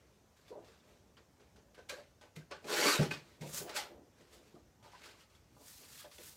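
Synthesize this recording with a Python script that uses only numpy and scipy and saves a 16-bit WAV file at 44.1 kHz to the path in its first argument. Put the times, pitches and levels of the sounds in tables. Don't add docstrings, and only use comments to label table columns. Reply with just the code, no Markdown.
import sys
import numpy as np
from scipy import signal
from scipy.fft import rfft, irfft, next_fast_len
from scipy.io import wavfile
from scipy.ndimage import uniform_filter1d

SR = 44100
rng = np.random.default_rng(int(sys.argv[2]) if len(sys.argv) > 2 else 0)


def dump_mix(stems):
    frames = np.atleast_2d(stems).T
    limited = np.clip(frames, -1, 1)
    pcm = np.round(limited * 32767).astype(np.int16)
    wavfile.write(sys.argv[1], SR, pcm)


def volts_from_decibels(level):
    exponent = np.asarray(level, float) / 20
    return 10 ** exponent


N = 280520

# mode_hz, width_hz, level_db
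BASE_MODES = [(122, 21, -7.5), (154.7, 14, 1.5), (183.5, 22, -8), (233, 17, -4.5), (285, 32, -4),
              (343, 19, -4), (425, 39, 1.5), (503.6, 28, -6), (592, 40, 0), (712, 100, -4.5), (830, 37, -2),
              (977, 45, -4), (1204, 34, -4), (1460, 88, -3)]
# mode_hz, width_hz, gain_db, from_s, to_s
STEEL_MODES = [(15563, 5, 17, 2.7, 3.8), (14050, 4, 10, 3.56, 3.8), (11800, 14, 7, 3.74, 3.8),
               (9500, 60, 10, 3.75, 3.78), (7900, 40, 10, 3.75, 3.79)]


def evened(x):
    return x / np.sqrt(np.mean(x ** 2) + 1e-20)


def read(points, hz):
    f, value = np.transpose(points)
    return np.interp(np.log(hz + 1), np.log(f + 1), value)


def add(mix, s, sound):
    part = mix[round(s * SR):][:len(sound)]
    part += sound[:len(part)]


def colour(x, points):
    size = next_fast_len(len(x))
    gain = volts_from_decibels(read(points, np.fft.rfftfreq(size, 1 / SR)))
    return evened(irfft(rfft(x, size) * gain, size)[:len(x)])


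def band_pass(x, low_hz, high_hz):
    return signal.sosfilt(signal.butter(2, (low_hz, high_hz), "band", fs=SR, output="sos"), x)


def resonate(x, hz, width):
    pole = np.exp((2j * np.pi * hz - np.pi * width) / SR)
    return 2 * signal.lfilter([1 - abs(pole)], [1, -pole], x).real


def nearness(hz, centre_hz, octaves):
    return np.exp(-.5 * (np.log2(hz / centre_hz) / octaves) ** 2)


def drift(shape, bins, frames):
    patches = uniform_filter1d(rng.standard_normal(shape), bins, axis=0)
    return evened(uniform_filter1d(patches, frames, axis=1))


def wander(size):
    return evened(uniform_filter1d(uniform_filter1d(rng.standard_normal(N), size=size), size=size))


def hush():
    # pitch_hz, level_db (per Hz)
    air = [(15, -31), (25, -30), (52, 4), (75, 3.5), (323, -5.5), (390, -7), (568, -7.5), (633, -10),
           (1810, -20), (4400, -24.5), (5910, -20.5), (10100, -30.5), (14400, -30.5), (15600, -35)]
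    hz, t, z = signal.stft(colour(rng.standard_normal(N), air), SR, nperseg=1024)
    lumps = volts_from_decibels(1.46 * drift(z.shape, 6, 5))
    return volts_from_decibels(-69.5 + 2.1) * signal.istft(z * lumps, nperseg=1024)[1][:N]


def swells(s, db, rise, fall, bend):
    late = np.arange(0, N / SR + .001, .001) - np.asarray(s)[:, None]
    away = np.where(late < 0, -late / np.reshape(rise, (-1, 1)), late / np.reshape(fall, (-1, 1)))
    return volts_from_decibels(2 * np.maximum(np.asarray(db)[:, None] - 20 * away ** bend, -140))


def gestures():
    # peak_s, peak_db, fall_s (to -20 dB), lightness (0-1)
    scuff = np.transpose([(.368, -70, .2, .6), (1.173, -58, .055, .02), (1.4, -66, .12, .13),
                          (1.567, -65, .075, .13), (1.748, -61.5, .09, .1), (1.787, -60, .08, .05),
                          (1.895, -46.5, .145, .47), (2.218, -60, .095, .17), (2.361, -57, .09, .6),
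                          (2.514, -44, .075, .02), (3.112, -39, .09, .42), (3.414, -54, .24, .55),
                          (3.8, -46, .11, .15), (4.842, -61.5, .2, .5), (5.3, -69, .3, .55)])
    # peak_s, peak_db, rise_s, fall_s (20 dB each), lightness (0-1)
    sweep = np.transpose([(.01, -73, .1, .4, .3), (.495, -63, .1, .07, .47), (.68, -63, .07, .21, .47),
                          (.896, -68.5, .14, .23, .51), (3.02, -37.5, .13, .075, .42),
                          (3.3, -66, .3, .2, .53), (3.5, -65.5, .1, .12, .99), (3.548, -52, .035, .13, .99),
                          (3.592, -49.5, .09, .055, .89), (3.704, -46.5, .05, .07, .2),
                          (3.772, -39, .045, .082, .63), (4.205, -68.5, .12, .3, .5),
                          (4.345, -63.5, .09, .13, .65), (4.48, -68.5, .15, .22, .55),
                          (4.955, -63, .08, .12, .3), (5.055, -55, .13, .16, .52),
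                          (5.205, -63.5, .14, .09, .55), (5.69, -65, .19, .55, .92),
                          (5.82, -69.5, .15, .2, .8), (6.006, -58, .28, .085, .82),
                          (6.052, -60.5, .1, .05, .2), (6.135, -66, .05, .2, .74),
                          (6.195, -60, .03, .15, .2), (6.27, -64, .26, .23, .95)])
    # peak_s, peak_db, fall_s (to -20 dB), centre_hz
    load = np.transpose([(.525, -52.5, .09, 560), (.585, -55, .15, 560), (.896, -65, .3, 435),
                         (1.195, -62, .07, 360), (1.41, -61.5, .06, 397), (1.582, -59.5, .06, 408),
                         (1.788, -53.5, .045, 504), (1.915, -54, .12, 520), (1.98, -55, .07, 514),
                         (2.24, -57.5, .053, 640), (2.374, -53.5, .063, 240), (2.526, -43, .042, 555),
                         (3.022, -31, .058, 290), (3.125, -45, .08, 478), (3.26, -63, .2, 365),
                         (3.44, -45.5, .11, 290), (3.63, -48.5, .2, 415), (3.704, -45.5, .06, 622),
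                         (3.774, -47.5, .16, 730), (3.925, -54, .22, 300), (4.198, -64.5, .12, 375),
                         (4.344, -61.5, .3, 327), (4.565, -56, .075, 330), (4.855, -59.5, .17, 860),
                         (4.952, -59, .065, 950), (5.05, -58, .17, 480), (5.615, -59, .1, 560),
                         (5.82, -62, .09, 433), (6.065, -57, .06, 595), (6.2, -58.5, .057, 443)])
    # time_s, pressure_db, load_db (on the base, re pressure)
    cut = np.transpose([
        (2.6, -84, 12),
        (2.708, -38, -2.5),
        (2.752, -36.5, -6),
        (2.868, -28, -4),
        (2.93, -31, -17),
        (2.962, -34, -.6),
        (2.98, -42, -3),
        (3.0, -62, -3),
        (3.04, -120, -3),
    ])
    s = np.arange(0, N / SR + .001, .001)
    pressure_db = np.interp(s, cut[0], cut[1], left=-140, right=-140)

    def rubbing(span):
        scuffs = swells(*scuff[:2], .007, span * scuff[2], 1.1)
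        sweeps = swells(*sweep[:2], *span * sweep[2:4], 1.25)
        return np.vstack([scuffs, sweeps, volts_from_decibels(2 * pressure_db)])

    rubs = rubbing(1)
    quick = rubbing(.72)
    rub = rubs.sum(axis=0)

    light = np.r_[scuff[3], sweep[4], .55]
    firm_sheen_db, light_sheen_db, firm_rub_hz, light_rub_hz = -35, 12, 1950, 5600
    sheen = volts_from_decibels(2 * (firm_sheen_db + (light_sheen_db - firm_sheen_db) * light)) @ quick / rub
    rub_hz = (firm_rub_hz * (light_rub_hz / firm_rub_hz) ** light ** 2.6) @ rubs / rub

    cut_load_db = pressure_db + np.interp(s, cut[0], cut[2])
    hums = np.vstack([swells(*load[:2], .45 * load[2], load[2], 1.15), volts_from_decibels(2 * cut_load_db)])
    hum = hums.sum(axis=0)
    hum_hz = np.r_[load[3], 510] @ hums / hum
    return s, 10 * np.log10(rub), 10 * np.log10(sheen), 10 * np.log10(hum), hum_hz, rub_hz


def fibres(per_s, size_db, clump_db, smooth):
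    clumps = wander(300)
    sizes = volts_from_decibels(size_db * np.minimum(rng.exponential(1, N), 3.2))
    snaps = (rng.random(N) < per_s / SR) * sizes * rng.standard_normal(N)
    return volts_from_decibels(clump_db * clumps) * (evened(snaps) + smooth * rng.standard_normal(N))


def scrape(drive, s, rub_db, rub_hz):
    # pitch_hz, level_db (per Hz)
    rub_spectrum = [(410, -36), (700, -11), (813, -5), (924, -1), (1170, 1), (2130, -2), (3400, -4.5),
                    (4540, -3), (9000, -17.5), (11700, -56), (19800, -120)]
    # mode_hz, width_hz, level_db
    blade_modes = [(1470, 14, 10), (2060, 38, -5), (3820, 88, -9), (3880, 53, -9), (4140, 230, -21.5),
                   (4070, 23, -3.5), (4420, 90, 13), (5640, 93, 15)]
    hz, t, z = signal.stft(colour(drive, rub_spectrum), SR, nperseg=1024, noverlap=768)
    bins_hz = hz[:, None]
    pressure = np.clip((np.interp(t, s, rub_db) + 58) / 25, 0, 1)
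    flicker = volts_from_decibels(2.6 * drift((len(blade_modes), len(t)), 1, 7))
    singing = 0
    for (mode_hz, width, db), catching in zip(blade_modes, flicker):
        singing = singing + volts_from_decibels(db) * catching / (1 + (2 * (bins_hz - mode_hz) / (width + 40)) ** 2)
    shape = 1 + 1.44 * nearness(bins_hz + 1, np.interp(t, s, rub_hz), 0.91) + 0.49 * pressure * singing
    shape = shape * volts_from_decibels(2.5 * drift(z.shape, 16, 4))
    shape = shape / np.sqrt(np.average(shape ** 2, axis=0, weights=volts_from_decibels(2 * read(rub_spectrum, hz))))
    return signal.istft(z * shape, nperseg=1024, noverlap=768)[1][:N]


def hiss(drive):
    # pitch_hz, level_db (per Hz)
    trimmer_sheen = [(2650, -12), (4500, -7), (6680, 0), (7260, 1), (8620, -2.5), (14300, -6), (15600, -11)]
    # pitch_hz, level_db (per Hz)
    table_sheen = [(2650, -12), (4500, -4), (6500, -1.5), (7800, 0), (9500, -2), (12500, -2.5), (14500, -4),
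                   (15600, -6)]
    on_table_s = 5.52
    return np.where(np.arange(N) < on_table_s * SR, colour(drive, trimmer_sheen), colour(drive, table_sheen))


def base_hum(hum_hz):
    shake = band_pass(fibres(per_s=600, size_db=0.0, clump_db=1.0, smooth=1.21), 200, 900)
    hum, power = np.zeros(N), np.zeros(N)
    for hz, width, db in BASE_MODES[2:]:
        weight = volts_from_decibels(db) * nearness(hz, hum_hz, 0.63)
        hum += weight * evened(resonate(shake, hz, width))
        power += weight ** 2
    return hum / np.sqrt(power)


def slides():
    s, *columns = gestures()
    rub_db, sheen_db, hum_db, hum_hz = (np.interp(np.arange(N) / SR, s, c) for c in columns[:4])
    drive = fibres(per_s=2500, size_db=3., clump_db=1.15, smooth=2.2)
    out = volts_from_decibels(rub_db - 4.0) * scrape(drive, s, columns[0], columns[4])
    out += volts_from_decibels(rub_db + sheen_db - 1.0) * hiss(drive)
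    return out + volts_from_decibels(hum_db - 4.0) * base_hum(hum_hz)


def ticks():
    # start_s, peak_db, ring_hz, t60_s, ring_db (re rattle)
    hand_ticks = [(0.4818, -50.5, 3480, 0.12, 15), (0.647, -52.5, 2740, 0.15, 4),
                  (1.1703, -52, 3050, 0.069, 25), (1.399, -60, 1510, 0.18, 15),
                  (1.5614, -53.5, 1450, 0.12, 12), (1.7473, -49.5, 3000, 0.079, 12),
                  (1.781, -48.5, 1502, 0.13, 22), (1.8905, -40, 2280, 0.1, 4),
                  (1.8957, -27, 1570, 0.086, 9), (2.2132, -47, 1510, 0.18, 12),
                  (2.364, -39, 2010, 0.052, 15), (2.5125, -42, 1650, 0.05, 10),
                  (4.1849, -56, 1640, 0.085, 16), (4.2115, -54, 1950, 0.12, 14),
                  (4.328, -51, 3450, 0.16, 11), (4.555, -58, 1200, .06, 8), (4.8289, -53.5, 2530, 0.13, 4),
                  (4.9188, -50.5, 2010, 0.24, 5), (5.0394, -48, 2490, 0.15, 14),
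                  (5.2087, -50, 2920, 0.15, 17), (5.3514, -53.5, 3410, 0.12, 14),
                  (5.8336, -46, 4300, 0.12, 9), (6.1154, -44.5, 3330, 0.19, 5),
                  (6.1835, -44, 2050, 0.03, 2)]
    # start_s, peak_db, ring_hz, t60_s, ring_db (re rattle)
    blade_ticks = [
        (2.6444, -42.5, 2430, 0.094, 14),
        (2.6723, -43, 1660, .1, 8),
        (2.6772, -43, 3000, .1, 0),
        (2.684, -35, 1470, 0.25, 14),
        (2.865, -25.5, 1570, 0.34, 17),
        (3.026, -30.5, 1510, 0.23, 10),
        (3.4105, -43, 1548, 0.15, 2),
        (3.5334, -57, 4630, 0.088, 12),
        (3.695, -35, 1460, 0.12, -4),
        (3.7643, -23, 1550, 0.18, -6),
    ]
    out, t = np.zeros(N), np.arange(SR // 4) / SR
    contacts = sorted(hand_ticks + blade_ticks)
    rise = np.minimum(t / 0.0013, 1)
    for (s, db, hz, t60, ring_db), noise in zip(contacts, rng.standard_normal((len(contacts), len(t)))):
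        sheen_db = -27 + 12 * np.log2(hz / 1500)
        rattle = noise * (volts_from_decibels(-60 * t / t60) + 0.5 * volts_from_decibels(-60 * t / 0.0027)) * rise
        ring = volts_from_decibels(-60 * t / (.7 * t60)) * np.sin(2 * np.pi * hz * t)
        ring += .7 * volts_from_decibels(-60 * t / .05) * np.sin(2 * np.pi * 1.04 * hz * t)
        sound = band_pass(rattle, 1000, 6750) + volts_from_decibels(ring_db - 19.5) * rise * ring
        sound += volts_from_decibels(sheen_db - 1) * band_pass(rattle, 6500, 12200)
        add(out, s - .002, volts_from_decibels(db - 4.5) * sound / abs(sound).max())
    return out


def thuds():
    # start_s, peak_db, centre_hz, damping (re the free body), spread_octaves
    blows = [(0.507, -45, 443, 0.54, 0.3), (0.554, -43.5, 573, 0.4, 0.54), (1.925, -38.5, 547, 0.78, 0.32),
             (2.214, -51, 820, 0.4, 0.41), (1.781, -52, 550, 1, .5), (2.371, -43, 165, 0.6, 0.4),
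             (2.515, -41, 570, 0.78, 0.32), (2.646, -38, 414, 0.4, 0.85), (2.9895, -33, 400, 1.5, .7),
             (2.9945, -19.5, 190, 1.1, 0.85), (3.0105, -20, 165, 1.6, 0.42), (3.042, -33, 200, 2, .5),
             (3.114, -36, 330, 2, .8), (3.411, -37.5, 165, .75, 0.5), (3.446, -45, 140, 1.5, .5),
             (3.467, -41, 160, .6, .4), (3.535, -48, 200, 1.2, .6), (3.608, -45, 150, .6, .4),
             (3.611, -42, 423, 0.86, 0.88), (3.751, -43.5, 555, 0.44, 0.78), (4.209, -52.5, 387, 1, 0.8),
             (4.546, -43.5, 290, 2.4, 0.5), (4.935, -48, 935, 2.6, 0.23), (5.566, -53, 850, 0.54, 0.7),
             (6.044, -47.5, 800, 0.9, 0.6), (6.189, -51, 435, 0.63, 0.76)]
    out, t = np.zeros(N), np.arange(SR // 2) / SR
    for (s, db, centre_hz, damping, octaves), chance in zip(blows, rng.random((len(blows), len(BASE_MODES)))):
        sound = np.zeros(len(t))
        for (hz, width, mode_db), c in zip(BASE_MODES, chance):
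            level = volts_from_decibels(mode_db) * nearness(hz, centre_hz, octaves)
            decay = np.exp(-np.pi * width * damping * t)
            sound += level * decay * np.sin(2 * np.pi * (hz * t + .5 + 0.37 * c))
        contact_s = 1.126 / centre_hz
        sound = sound * np.sin(np.pi / 2 * np.minimum(t / contact_s, 1)) ** 2
        add(out, s - 0.915 * contact_s, volts_from_decibels(db - 2.0) * sound / abs(sound).max())
    return signal.sosfilt(signal.butter(2, 85, "high", fs=SR, output="sos"), out)


def catches():
    # peak_s, tone_hz, peak_db, half_length_s
    slip_tones = [(.58, 599, -51, 0.038), (.61, 343, -61, 0.057), (2.686, 1020, -44, .008),
                  (2.71, 1010, -46, .035), (2.72, 1465, -46, .05), (2.739, 2438, -49, .025),
                  (2.755, 822, -41.5, .035), (2.822, 830, -38, .025), (2.745, 425, -36.5, 0.088),
                  (2.787, 1474, -39.5, 0.033), (2.797, 425, -33.5, 0.017), (2.796, 4330, -37, .008),
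                  (2.817, 4500, -35, .01), (2.85, 6000, -40, .02), (2.875, 4450, -36, .018),
                  (2.975, 3750, -42, .02), (2.828, 2140, -34.5, .022), (2.86, 425, -32.5, 0.035),
                  (2.87, 2183, -33.5, 0.018), (2.875, 592, -38.5, 0.038), (2.878, 285, -33.5, 0.043),
                  (2.895, 1187, -35.5, 0.031), (2.91, 4610, -35.5, 0.033), (2.92, 1510, -43, 0.018),
                  (2.94, 3930, -38, 0.036), (2.99, 1490, -41.5, 0.031), (3.004, 568, -32.5, 0.0189),
                  (3.034, 425, -33, 0.014), (3.043, 820, -44, 0.024), (3.43, 600, -54, .03),
                  (3.44, 940, -57, .035), (3.465, 560, -54, .02), (3.545, 560, -54, .02),
                  (3.612, 1580, -56, .015), (3.622, 450, -48, .018), (3.652, 370, -50, .015),
                  (3.68, 700, -51.5, 0.035), (3.715, 620, -48, .012), (3.738, 1420, -52, .015),
                  (3.757, 600, -46, .012), (3.795, 2030, -46, .022), (3.825, 800, -51, .025),
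                  (3.865, 1380, -58, .022), (3.765, 1480, -44, 0.015), (3.79, 830, -40.5, 0.031),
                  (4.565, 1240, -64.5, 0.017), (4.948, 992, -54.5, 0.021),
                  (.52, 430, -46, .016), (.535, 950, -58, .03), (.7, 450, -60, .04), (.805, 3600, -71, .015),
             (1.79, 520, -56, .015), (1.8, 1550, -60, .025), (1.903, 2450, -46, .014),
             (1.903, 1600, -45, .012), (1.908, 550, -48, .014), (1.94, 560, -44, .009),
             (1.945, 1600, -52, .02), (1.995, 590, -52, .035), (2.385, 2060, -62, .02),
             (2.42, 1590, -63, .022), (2.522, 580, -42, .016), (2.525, 1150, -48, .02),
             (2.53, 1500, -48, .015), (2.558, 1580, -54, .022), (4.57, 700, -60, .015),
             (4.86, 900, -60, .04), (4.95, 1500, -61, .015), (5.03, 2200, -62, .03),
             (5.09, 1550, -60, .025), (5.11, 2200, -63, .02), (6.005, 3350, -60, .035),
             (6.015, 1660, -62, .018), (6.015, 1250, -62, .02), (6.05, 3400, -62, .02),
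             (6.062, 590, -53, .03), (6.06, 1660, -63, .02), (6.186, 3250, -53, .004),
             (6.187, 1800, -56, .003), (6.184, 2600, -51, .002), (6.205, 440, -55, .02)]
    out = np.zeros(N)
    slips = wander(250)
    for s, hz, db, length in slip_tones:
        t = np.arange(-length, length, 1 / SR)
        waver = .8 * max(hz / 900, 1) ** .75 * slips[round(s * SR):][:len(t)]
        swell = np.cos(np.pi / 2 * t / length) ** 2
        add(out, s - length, volts_from_decibels(db) * swell * np.cos(2 * np.pi * hz * t + waver))
    return out


def steel(rubbing):
    t, out = np.arange(N) / SR, np.zeros(N)
    for hz, width, db, start, end in STEEL_MODES:
        out += volts_from_decibels(db) * resonate(rubbing * ((t > start) & (t < end)), hz, width)
    return out


def clack():
    # start_s, peak_db
    hits = [
        (3.1065, -48),
        (3.1112, -34),
    ]
    # mode_hz, level_db, t60_s
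    stop_modes = [(2488, 0, 0.085), (2516, -9, 0.17), (2200, 2, 0.022), (2850, 2, .018), (1700, -6, .06),
                  (1550, -6, 0.12), (1980, -16, 0.11), (1210, -8, .05), (865, -8, .06), (300, -6, 0.037)]
    out, t = np.zeros(N), np.arange(SR // 3) / SR
    ring = sum(volts_from_decibels(mode_db - 60 * t / t60) * np.sin(2 * np.pi * hz * t) for hz, mode_db, t60 in stop_modes)
    ring = ring * np.minimum(t / .0012, 1)
    for s, db in hits:
        add(out, s, volts_from_decibels(db) * ring)
    return out


def room(x):
    # pitch_hz, t60_s
    room_decay = [(100, 0.49), (500, 0.25), (2000, 0.29), (6000, 0.21), (14000, 0.31)]
    taps = np.zeros(SR // 2)
    at = np.arange(200, len(taps) - 20, 20)
    taps[at + rng.integers(0, 20, len(at))] = rng.choice([-1., 1.], len(at))
    hz, t, z = signal.stft(taps, SR, nperseg=256)
    tail = signal.istft(z * volts_from_decibels(-60 * t / read(room_decay, hz)[:, None]), SR, nperseg=256)[1]
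    return signal.fftconvolve(x, tail / np.linalg.norm(tail))[:N]


def scene():
    trimmer = slides() + catches() + ticks() + thuds() + clack()
    return (trimmer + steel(trimmer) + volts_from_decibels(-8.5) * room(trimmer) + hush())[None]


def drop_top_band(x):
    # from_s, to_s, edge_hz
    dulled = [
        (2.8, 2.875, 15150),
        (2.875, 3.0, 14400),
        (3.785, 3.84, 14450),
        (3.84, 3.865, 15200),
    ]
    hz, t, z = signal.stft(x, SR, nperseg=1024)
    hz = hz[:, None]
    lost = sum((t > start) & (t < end) & (hz > edge_hz) for start, end, edge_hz in dulled)
    lost = lost * (abs(hz - STEEL_MODES[0][0]) > 70)
    return signal.istft(z * (lost == 0), nperseg=1024)[1][..., :N]


def roll_off(x):
    return signal.sosfilt(signal.butter(12, 15730, fs=SR, output="sos"), x)


def record(dry):
    heard = signal.sosfilt(signal.butter(4, 45, "high", fs=SR, output="sos"), dry)
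    return roll_off(drop_top_band(heard))


dry = scene()
out = record(dry)
dump_mix(out)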